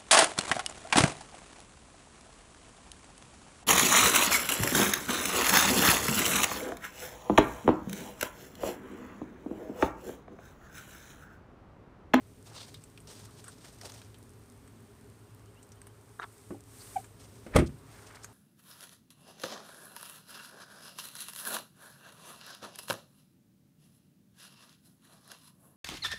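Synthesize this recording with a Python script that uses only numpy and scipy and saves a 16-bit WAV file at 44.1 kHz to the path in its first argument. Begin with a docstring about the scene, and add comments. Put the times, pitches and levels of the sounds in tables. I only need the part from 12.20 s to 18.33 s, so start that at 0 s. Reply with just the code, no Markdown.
"""A pickup's door is swung and slammed close by, in light rain.
The hinge sticks and slips, the door check knocks and wet rubber squeaks; then the door squeezes
out the air, hits its seal, latches and shudders, ringing its skin and rattling the trim.
Drops tick on the body and a jacket rustles over the low hum of far engines; a bird calls faintly."""
import sys
import numpy as np
from scipy import signal
from scipy.fft import rfft, irfft, next_fast_len
from scipy.io import wavfile

SR = 44100
rng = np.random.default_rng(int(sys.argv[2]) if len(sys.argv) > 2 else 0)


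def transcribe(u):
    """Save the signal u as a 16-bit wav file named by the first command-line argument.

    u: samples, shape (n,) or (channels, n), limited to [-1, 1]; the rate is SR.
    q: integer samples, one column per channel.
    """
    v = np.clip(np.atleast_2d(u).T, -1, 1)
    q = np.round(v * 32767).astype(np.int16)
    wavfile.write(sys.argv[1], SR, q)


N = 270333
TIME = np.arange(N) / SR


def amp(db):
    return 10 ** (np.asarray(db) / 20)


def unit(x):
    """Scales to rms 1."""
    return x / np.sqrt(np.mean(x ** 2) + 1e-20)


def curve_at(points, hz):
    """Reads a curve on a log-frequency axis."""
    freqs, values = np.transpose(points)
    return np.interp(np.log(hz + 1), np.log(freqs + 1), values)


def fader(rows):
    """Gain over time from (time [s], level [dB]) rows."""
    return amp(np.interp(TIME, *np.transpose(rows)))


def add(mix, start, sound):
    """Mixes a sound in at a start time in seconds."""
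    part = mix[max(round(start * SR), 0):][:len(sound)]
    part += sound[:len(part)]


def equalise(x, eq):
    """Filters by an EQ curve."""
    size = next_fast_len(len(x))
    gain = amp(curve_at(eq, np.fft.rfftfreq(size, 1 / SR)))
    return irfft(rfft(x, size) * gain, size)[:len(x)]


def noise(eq, size=N):
    """Coloured noise of rms 1."""
    return unit(equalise(rng.standard_normal(size), eq))


def wander(rate_hz):
    """Random modulation of rms 1."""
    knots = rng.standard_normal(N // 16)
    return unit(np.interp(TIME * rate_hz, np.arange(len(knots)), knots))


def resonate(x, hz, width):
    """A two-pole band-pass."""
    r = np.exp(-np.pi * width / SR)
    return signal.lfilter([1 - r, 0, r - 1], [1, -2 * r * np.cos(2 * np.pi * hz / SR), r * r], x)


def noise_band(hz, width, size=N):
    """Noise of rms 1 in a steep resonance."""
    return unit(resonate(resonate(rng.standard_normal(size), hz, 2 * width), hz, 2 * width))


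def ring(modes, size=SR // 2):
    """A struck object: dying sines that start together."""
    t = np.arange(size) / SR
    return sum(amp(db - 60 * t / t60) * np.sin(2 * np.pi * hz * t) for hz, db, t60 in modes)


# engine rumble and tyre wash: (frequency [Hz], gain [dB])
RUMBLE_EQ = [(15, -18), (25, -5), (50, -2), (70, -3), (107, 2.5), (135, -4.5), (221, -6), (313, -9),
             (430, -10), (480, -14.5), (600, -17), (1000, -30.5)]
TYRE_EQ = [(200, -22), (550, -0.5), (1100, 2), (1700, -4.5), (2600, -14), (5000, -21)]
# their fader rides: (time [s], level [dB])
RUMBLE_FADER = [(0, -55), (1.7, -55), (2.5, -55.5), (3.5, -57), (4.2, -59.5), (4.7, -56), (5.3, -52),
                (6.13, -57.5)]
TYRE_FADER = [(0, -70), (1, -65.5), (2.1, -65.5), (2.8, -64.5), (3.6, -64), (4.5, -67.5), (5.55, -63.5),
              (5.75, -58.5), (6.13, -60.5)]
# engine drones: (pitch [Hz], width [Hz], level [dB], start [s], end [s])
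DRONES = [(108.1, 12, -61, -0.5, 5.5), (154.7, 5.1, -60.5, 0.34, 1.405), (228, 14, -64.5, 2.05, 2.95),
          (266, 18.6, -66, 0, 6.13), (407.7, 24, -64.5, -1.5, 6.13)]

def traffic(fade_s=0.14):
    """Far engines drone in a bed of rumble and tyre noise."""
    out = fader(RUMBLE_FADER) * noise(RUMBLE_EQ) + fader(TYRE_FADER) * noise(TYRE_EQ)
    for hz, width, db, start, end in DRONES:
        fade = np.clip(1 + np.minimum(TIME - start, end - TIME) / fade_s, 0, 1)
        out += amp(db) * fade * noise_band(hz, width)
    return out


def idling_engine(firing_hz=105.2, level_db=-61, waver=0.02545, throb_db=2.0):
    """An engine idles some way off; its firing tone wavers and throbs."""
    cycles = np.cumsum(firing_hz * (1 + waver * wander(21))) / SR
    throb = amp(throb_db * wander(12))
    return amp(level_db) * unit(np.sin(2 * np.pi * cycles) * throb)


# bird call: (time [s], length [s], start pitch [Hz], end pitch [Hz], level [dB])
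BIRD_NOTES = [(3.034, 0.12, 2580, 2730, -71), (3.26, 0.047, 2500, 3250, -70),
              (3.336, 0.1, 2450, 3050, -69.5), (3.545, .05, 2820, 3250, -69),
              (3.658, 0.063, 2800, 3050, -70)]

def bird(waver=0.035, flutter_db=3):
    """A far bird's thin rising whistles waver and flutter."""
    out = np.zeros(N)
    for start, length, start_hz, end_hz, db in BIRD_NOTES:
        progress = np.linspace(0, 1, round(length * SR))
        glide_hz = start_hz + (end_hz - start_hz) * np.sin(np.pi / 2 * progress)
        hz = glide_hz * (1 + waver * wander(198)[:len(progress)])
        whistle = np.sin(2 * np.pi * np.cumsum(hz) / SR)
        add(out, start, amp(db) * np.sin(np.pi * progress) * whistle)
    return out * amp(flutter_db * wander(80))


# far rain's hiss: (frequency [Hz], gain [dB]), and its level
RAIN_EQ, RAIN_DB = [(800, 8), (2500, 7.5), (7000, -4), (10000, -2.5), (15000, -8.5)], -71

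def drizzle(drops_per_s=35, ticks_db=-73.5, size_db=4.0, width_hz=4500):
    """Tiny drops tick dryly at many pitches over the even hiss of far rain."""
    sizes = amp(size_db * np.minimum(rng.exponential(1, N), 4))
    impacts = sizes * (rng.random(N) < drops_per_s / SR)
    pitches = np.geomspace(6000, 13500, num=8)
    spot = rng.integers(0, len(pitches), N)
    ticks = sum(resonate(impacts * (spot == k), hz, width_hz) for k, hz in enumerate(pitches))
    return amp(ticks_db) * unit(ticks) + amp(RAIN_DB) * noise(RAIN_EQ)


# close drops: (time [s], level [dB], pitch [Hz], t60 [s], panel tap gain [dB])
DROPS = [(.543, -41.5, 3700, 0.054, -27), (.6385, -46.5, 7600, 0.027, -21), (0.776, -47, 2670, 0.03, -2),
         (.803, -52, 8700, 0.028, -29), (0.8728, -47, 5300, 0.043, -21), (1.051, -50, 11500, .03, -16),
         (1.2416, -46.5, 8360, 0.054, -6), (1.281, -44.5, 8400, 0.062, -18), (1.528, -54, 8500, .033, -6),
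         (1.613, -43, 5100, .043, -4), (1.72, -46, 6250, 0.033, -1), (1.817, -47, 4030, .04, -1),
         (1.9435, -51, 3220, 0.048, -16), (1.9855, -54, 11000, .015, -20), (2.028, -52, 9500, 0.013, -20),
         (2.3225, -55, 10500, .012, -20), (2.476, -58.5, 8300, .05, 1), (3.429, -51.5, 8000, 0.042, -23),
         (3.5192, -49.5, 5700, 0.044, -19), (3.617, -46.5, 8440, 0.012, 0), (3.669, -48.5, 10200, .042, -5),
         (4.8435, -53, 7100, 0.045, 3.5), (6.0449, -38, 6900, 0.033, -7)]

def drops(width_share=0.15, splash_db=1, splash_t60=0.0077, tap_hz=1300, tap_width_hz=700):
    """Each near drop is a short splash, a bright ping and a duller tap of the panel under it."""
    out, t = np.zeros(N), np.arange(SR // 8) / SR
    for start, db, hz, t60, tap_db in DROPS:
        splash_noise, ping_noise, tap_noise = rng.standard_normal((3, len(t)))
        splash = splash_noise * amp(splash_db - 60 * t / splash_t60)
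        ping = unit(resonate(ping_noise, hz, hz * width_share))
        tap = amp(tap_db) * unit(resonate(tap_noise, tap_hz, tap_width_hz))
        add(out, start, amp(db) * (splash + (ping + tap) * amp(-60 * t / t60)))
    return out


def strokes(rows, release_db_per_s):
    """Envelope of rubbing strokes: each rises, holds and dies away."""
    power = np.zeros(N)
    for start, length, db, attack in rows:
        rise = np.clip((TIME - start) / attack, 0, 1)
        release_db = release_db_per_s * np.maximum(TIME - start - length, 0)
        power += (rise * amp(db - release_db)) ** 2
    return np.sqrt(power)


# cloth rustle and sleeve swish: (frequency [Hz], gain [dB])
CLOTH_EQ = [(150, -4), (350, 4), (700, 3.5), (1200, -1.5), (2200, -4.5), (3800, -1), (5500, 0.5),
            (8000, -4), (11000, -8.5), (15000, -11)]
SLEEVE_EQ = [(500, 0.5), (1200, 1), (2500, -5), (5000, -3.5), (7500, 0), (9000, 1), (12000, -1),
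             (15000, -2.5)]
# their cues: (time [s], length [s], level [dB], attack [s])
CLOTH_RUBS = [(0.247, .08, -55.5, .012), (0.32, .125, -52, .03), (0.868, .14, -52, .012),
              (1.1, .34, -59.5, .05), (1.437, .02, -53, .012), (1.606, .075, -48.5, .008),
              (1.74, .08, -63, .03), (4.95, .09, -57, .06), (5.1, .15, -67, .05), (5.65, .3, -58, .07),
              (5.98, .15, -63, .03)]
SLEEVE_SLIDES = [(3.62, .72, -60.5, .55), (4.42, .36, -50.3, .2), (4.98, .2, -66, .05),
                 (5.64, .17, -60, .14)]

def jacket(grain_db=2.2, catch_db=3.2, rest_db=-84):
    """Cloth rubs in fine grains and catches now and then; the sleeve slides smoothly."""
    grains = rng.standard_normal(N) * amp(grain_db * wander(900) + catch_db * wander(70))
    rubbing = np.hypot(strokes(CLOTH_RUBS, release_db_per_s=95), amp(rest_db))
    sliding = strokes(SLEEVE_SLIDES, release_db_per_s=130)
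    return rubbing * unit(equalise(grains, CLOTH_EQ)) + sliding * noise(SLEEVE_EQ)


# scuff cues: (time [s], length [s], level [dB], centre [Hz], width [Hz])
SCUFFS = [(0.26, .21, -55.5, 650, 604), (0.328, 0.14, -47.5, 3700, 1490), (1.071, 0.037, -54.5, 1270, 220),
          (1.255, .05, -52, 1300, 278), (1.435, 0.038, -55, 1200, 885), (1.611, 0.08, -51, 443, 400),
          (4.02, 0.023, -55, 3830, 500), (4.013, .036, -44, 1520, 800), (4.594, .04, -54, 4530, 510),
          (4.667, 0.013, -53, 1800, 2500), (5.336, .014, -45, 1950, 400), (5.458, 0.025, -52, 4100, 2920),
          (5.66, 0.22, -61, 1210, 784), (5.821, 0.21, -56, 1200, 680), (6.025, .025, -51.5, 6240, 2200)]

def scuffs(grit_db=3):
    """Hand, shoe and door make brief gritty rubs, each through one resonance."""
    out = np.zeros(N)
    for start, length, db, hz, width in SCUFFS:
        arch = np.sin(np.linspace(0, np.pi, round(length * SR)))
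        add(out, start, amp(db) * arch * noise_band(hz, width, len(arch)))
    return out * unit(amp(grit_db * wander(250)))


def cab_reflections(x, wet_db=-13, t60=0.093):
    """The open cab adds a short spray of reflections."""
    t = np.arange(SR // 5) / SR
    tail = rng.standard_normal(len(t)) * amp(-60 * t / t60) * (t > .003)
    return x + amp(wet_db) * signal.oaconvolve(x, tail / np.linalg.norm(tail))[:N]


def hinge_chatter(start=4.0, length=.052, slips_per_s=260, level_db=-44, jitter=.25, spread_db=3):
    """Weak slips at an uneven pace, as (time [s], level [dB]) rows."""
    chance = rng.standard_normal((round(length * slips_per_s), 2))
    return [(start + (k + jitter * late) / slips_per_s, level_db + spread_db * force)
            for k, (late, force) in enumerate(chance)]


# the creak's strong slips: (time [s], level [dB])
HINGE_SLIPS = [(3.9940, -35), (3.9983, -22.5), (4.0208, -32), (4.0237, -33), (4.0318, -31), (4.0387, -30),
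               (4.0432, -29.5)]
# the hinge's ring: (frequency [Hz], gain [dB], t60 [s])
HINGE_MODES = [(433, -17, 0.035), (790, -14.5, 0.022), (1200, -17, 0.019), (1720, -15, .025),
               (3440, -21, 0.028), (6000, -30, 0.024)]

def hinge(scatter=0.11, pulse_hz=1300, pulse_s=.0005, attack_s=0.00026):
    """The hinge sticks and slips: each slip is one rounded pulse and a faint ring, never quite alike."""
    out, t = np.zeros(N), np.arange(SR // 10) / SR
    attack = 1 - np.exp(-t / attack_s)
    centred = t - t.mean()
    bell_curve = np.exp(-.5 * (centred / pulse_s) ** 2)
    for start, slip_db in HINGE_SLIPS + hinge_chatter():
        detune = 1 + scatter * rng.standard_normal(len(HINGE_MODES))
        modes = [(hz * ratio, db, t60) for (hz, db, t60), ratio in zip(HINGE_MODES, detune)]
        pulse = bell_curve * np.sin(2 * np.pi * pulse_hz * detune[0] * centred)
        add(out, start, amp(slip_db) * ring(modes, len(t)) * attack)
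        add(out, start - t.mean(), amp(slip_db) * pulse)
    return out


# the squeak's tone: (harmonic [number], gain [dB])
SQUEAK_HARMONICS = [(1, 0.5), (2, -27), (3, -24.5), (4, -34)]

def rubber_squeak(start=4.7565, length=.0235, level_db=-22, start_hz=845, sag_hz_per_s=6500):
    """Wet rubber gives one falling chirp, which the cab returns twice."""
    out, t = np.zeros(N), np.arange(0, length, 1 / SR)
    phase = 2 * np.pi * np.cumsum(start_hz - sag_hz_per_s * t) / SR
    arch = np.sin(np.pi * t / length) ** 1.5
    chirp = arch * sum(amp(db) * np.sin(k * phase) for k, db in SQUEAK_HARMONICS)
    for delay_s, gain_db in [(0, 0), (.0175, -14), (.033, -22)]:
        add(out, start + delay_s, amp(level_db + gain_db) * chirp)
    return out


# whoosh ahead of the slam: (frequency [Hz], gain [dB])
AIR_EQ = [(30, -8), (70, -2), (250, -14), (480, 6), (750, -3), (1400, -8), (2100, -11.5), (3500, -21),
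          (8000, -36), (15000, -42)]

def squeezed_air(shut_s=5.358, peak_db=-24.5, swell_s=.014, gap_power=2.4, cutoff_db_per_s=2000):
    """Air swells ever faster through the narrowing gap and is cut off by the seal."""
    gap = 1 + np.maximum(shut_s - TIME, 0) / swell_s
    cutoff_db = cutoff_db_per_s * np.maximum(TIME - shut_s, 0)
    return amp(peak_db - cutoff_db) / gap ** gap_power * noise(AIR_EQ)


# latch snaps: (time [s], level [dB], t60 [s])
LATCH_SNAPS = [(5.3609, -32, 0.033), (5.3640, -23, 0.035), (5.3718, -42, 0.06), (5.389, -43, 0.066)]
# their steely edge: (frequency [Hz], gain [dB])
STEEL_EQ = [(500, -20), (2000, -1), (4000, 2.5), (6500, -5), (9000, -2), (12000, -6.5), (15000, -12)]
# the latch's ring: (frequency [Hz], gain [dB], t60 [s])
LATCH_MODES = [(1240, -3, 0.084), (1903, -15, 0.084), (2064, 1.5, 0.069), (2190, -12, 0.076),
               (2370, -22, 0.11), (3250, -10, 0.078), (8780, -13, 0.11)]

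def latch(ring_db=-4):
    """The steel latch snaps home: bright bursts, each with a metallic ring."""
    out, t = np.zeros(N), np.arange(SR // 2) / SR
    for start, db, t60 in LATCH_SNAPS:
        burst = amp(db - 60 * t / t60) * noise(STEEL_EQ, len(t))
        add(out, start, burst + amp(db + ring_db) * ring(LATCH_MODES))
    return out


# rattle of latch, glass and trim: (frequency [Hz], gain [dB])
CLATTER_EQ = [(60, -26), (300, 1), (700, -1), (950, -8), (1250, 1.5), (1600, -4.5), (2050, 0), (2800, -7),
              (4500, -20), (7000, -19.5), (10000, -18), (15000, -29)]
# its decay: (frequency [Hz], t60 [s])
CLATTER_DECAY = [(100, 0.26), (700, 0.16), (2000, 0.11), (5000, 0.13), (15000, 0.07)]

def clatter(size=SR // 3):
    """Countless loose parts ring after a blow; the treble dies first."""
    hz, t, spectrum = signal.stft(noise(CLATTER_EQ, size), SR, nperseg=256)
    decay = amp(-60 * t / curve_at(CLATTER_DECAY, hz)[:, None])
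    return signal.istft(spectrum * decay, SR, nperseg=256)[1]


# the boom of door skin and cab: (frequency [Hz], gain [dB], t60 [s])
DOOR_MODES = [(59, 1.5, 0.27), (77.2, -4.5, .24), (116.5, -13, 0.4), (143, -14.5, 0.48), (160.4, -10, 0.27),
              (194.6, -14, 0.35), (231, 4, 0.12), (255.6, -13, .27), (286.5, -8, 0.27), (333, 0, .1),
              (353, -10.5, 0.15), (414, -11.5, 0.19), (502, 3.5, 0.046), (542.4, -6, 0.12),
              (610, -10.5, .11), (780, -9, 0.077), (811, -12.5, 0.094), (1121, 1, 0.044), (1148, -8, 0.1),
              (1246, -4, 0.052), (1490, -3, 0.095)]
# the check knocks and lets go; seal, frame and striker hit; the door rebounds and shudders:
# (time [s], ring level [dB], centre [Hz], spread [octaves], clatter level [dB])
DOOR_BLOWS = [(4.306, -39, 408, 1.2, -55.5), (4.312, -33, 267, 0.2, -64), (4.3230, -31, 368, 0.24, -70),
              (4.3445, -37, 720, 0.27, -68), (5.2647, -40.5, 422, 0.96, -48.5),
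              (5.3485, -31, 349, 1.27, -37), (5.3585, -7, 122.6, 0.52, -22), (5.3616, -9.5, 642, 0.49, -29),
              (5.3822, -24.5, 165, 0.93, -48), (5.3862, -19, 265, 0.89, -27), (5.3974, -18, 181, 1, -38),
              (5.4231, -17.5, 324, .27, -48), (5.4383, -41, 539, 0.74, -48.5),
              (5.4913, -41, 223, 0.43, -58)]

def door(contact_s=0.00064):
    """Each blow rings the door's modes near its own pitch and shakes the trim."""
    out, t = np.zeros(N), np.arange(SR // 2) / SR
    attack = 1 - np.exp(-t / contact_s)
    for start, ring_db, centre_hz, spread, clatter_db in DOOR_BLOWS:
        excited = [(hz, db - 4 * (np.log2(hz / centre_hz) / spread) ** 2, t60)
                   for hz, db, t60 in DOOR_MODES]
        add(out, start, amp(ring_db) * ring(excited) * attack)
        add(out, start, amp(clatter_db) * clatter())
    return out


def scene():
    """The door and its close details over the outdoor bed, in mono."""
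    hits = door() + latch() + squeezed_air()
    details = cab_reflections(hinge() + drops()) + rubber_squeak() + scuffs() + jacket()
    bed = drizzle() + traffic() + idling_engine() + bird()
    return (hits + details + bed)[None]


# microphone colour: (frequency [Hz], gain [dB])
MIC_EQ = [(20, -18), (35, -13), (50, -1.5), (7800, -2), (8200, 4.5), (8800, 1), (10000, -2), (12000, -5),
          (16000, -7.5)]

def record(dry):
    """The microphone's bass roll-off and treble peak, then a steep low-pass."""
    low_pass = signal.firwin(1023, cutoff=15600, window=("kaiser", 9), fs=SR)
    return signal.oaconvolve(equalise(dry[0], MIC_EQ), low_pass, "same")[None]


dry = scene()
out = record(dry)
transcribe(out)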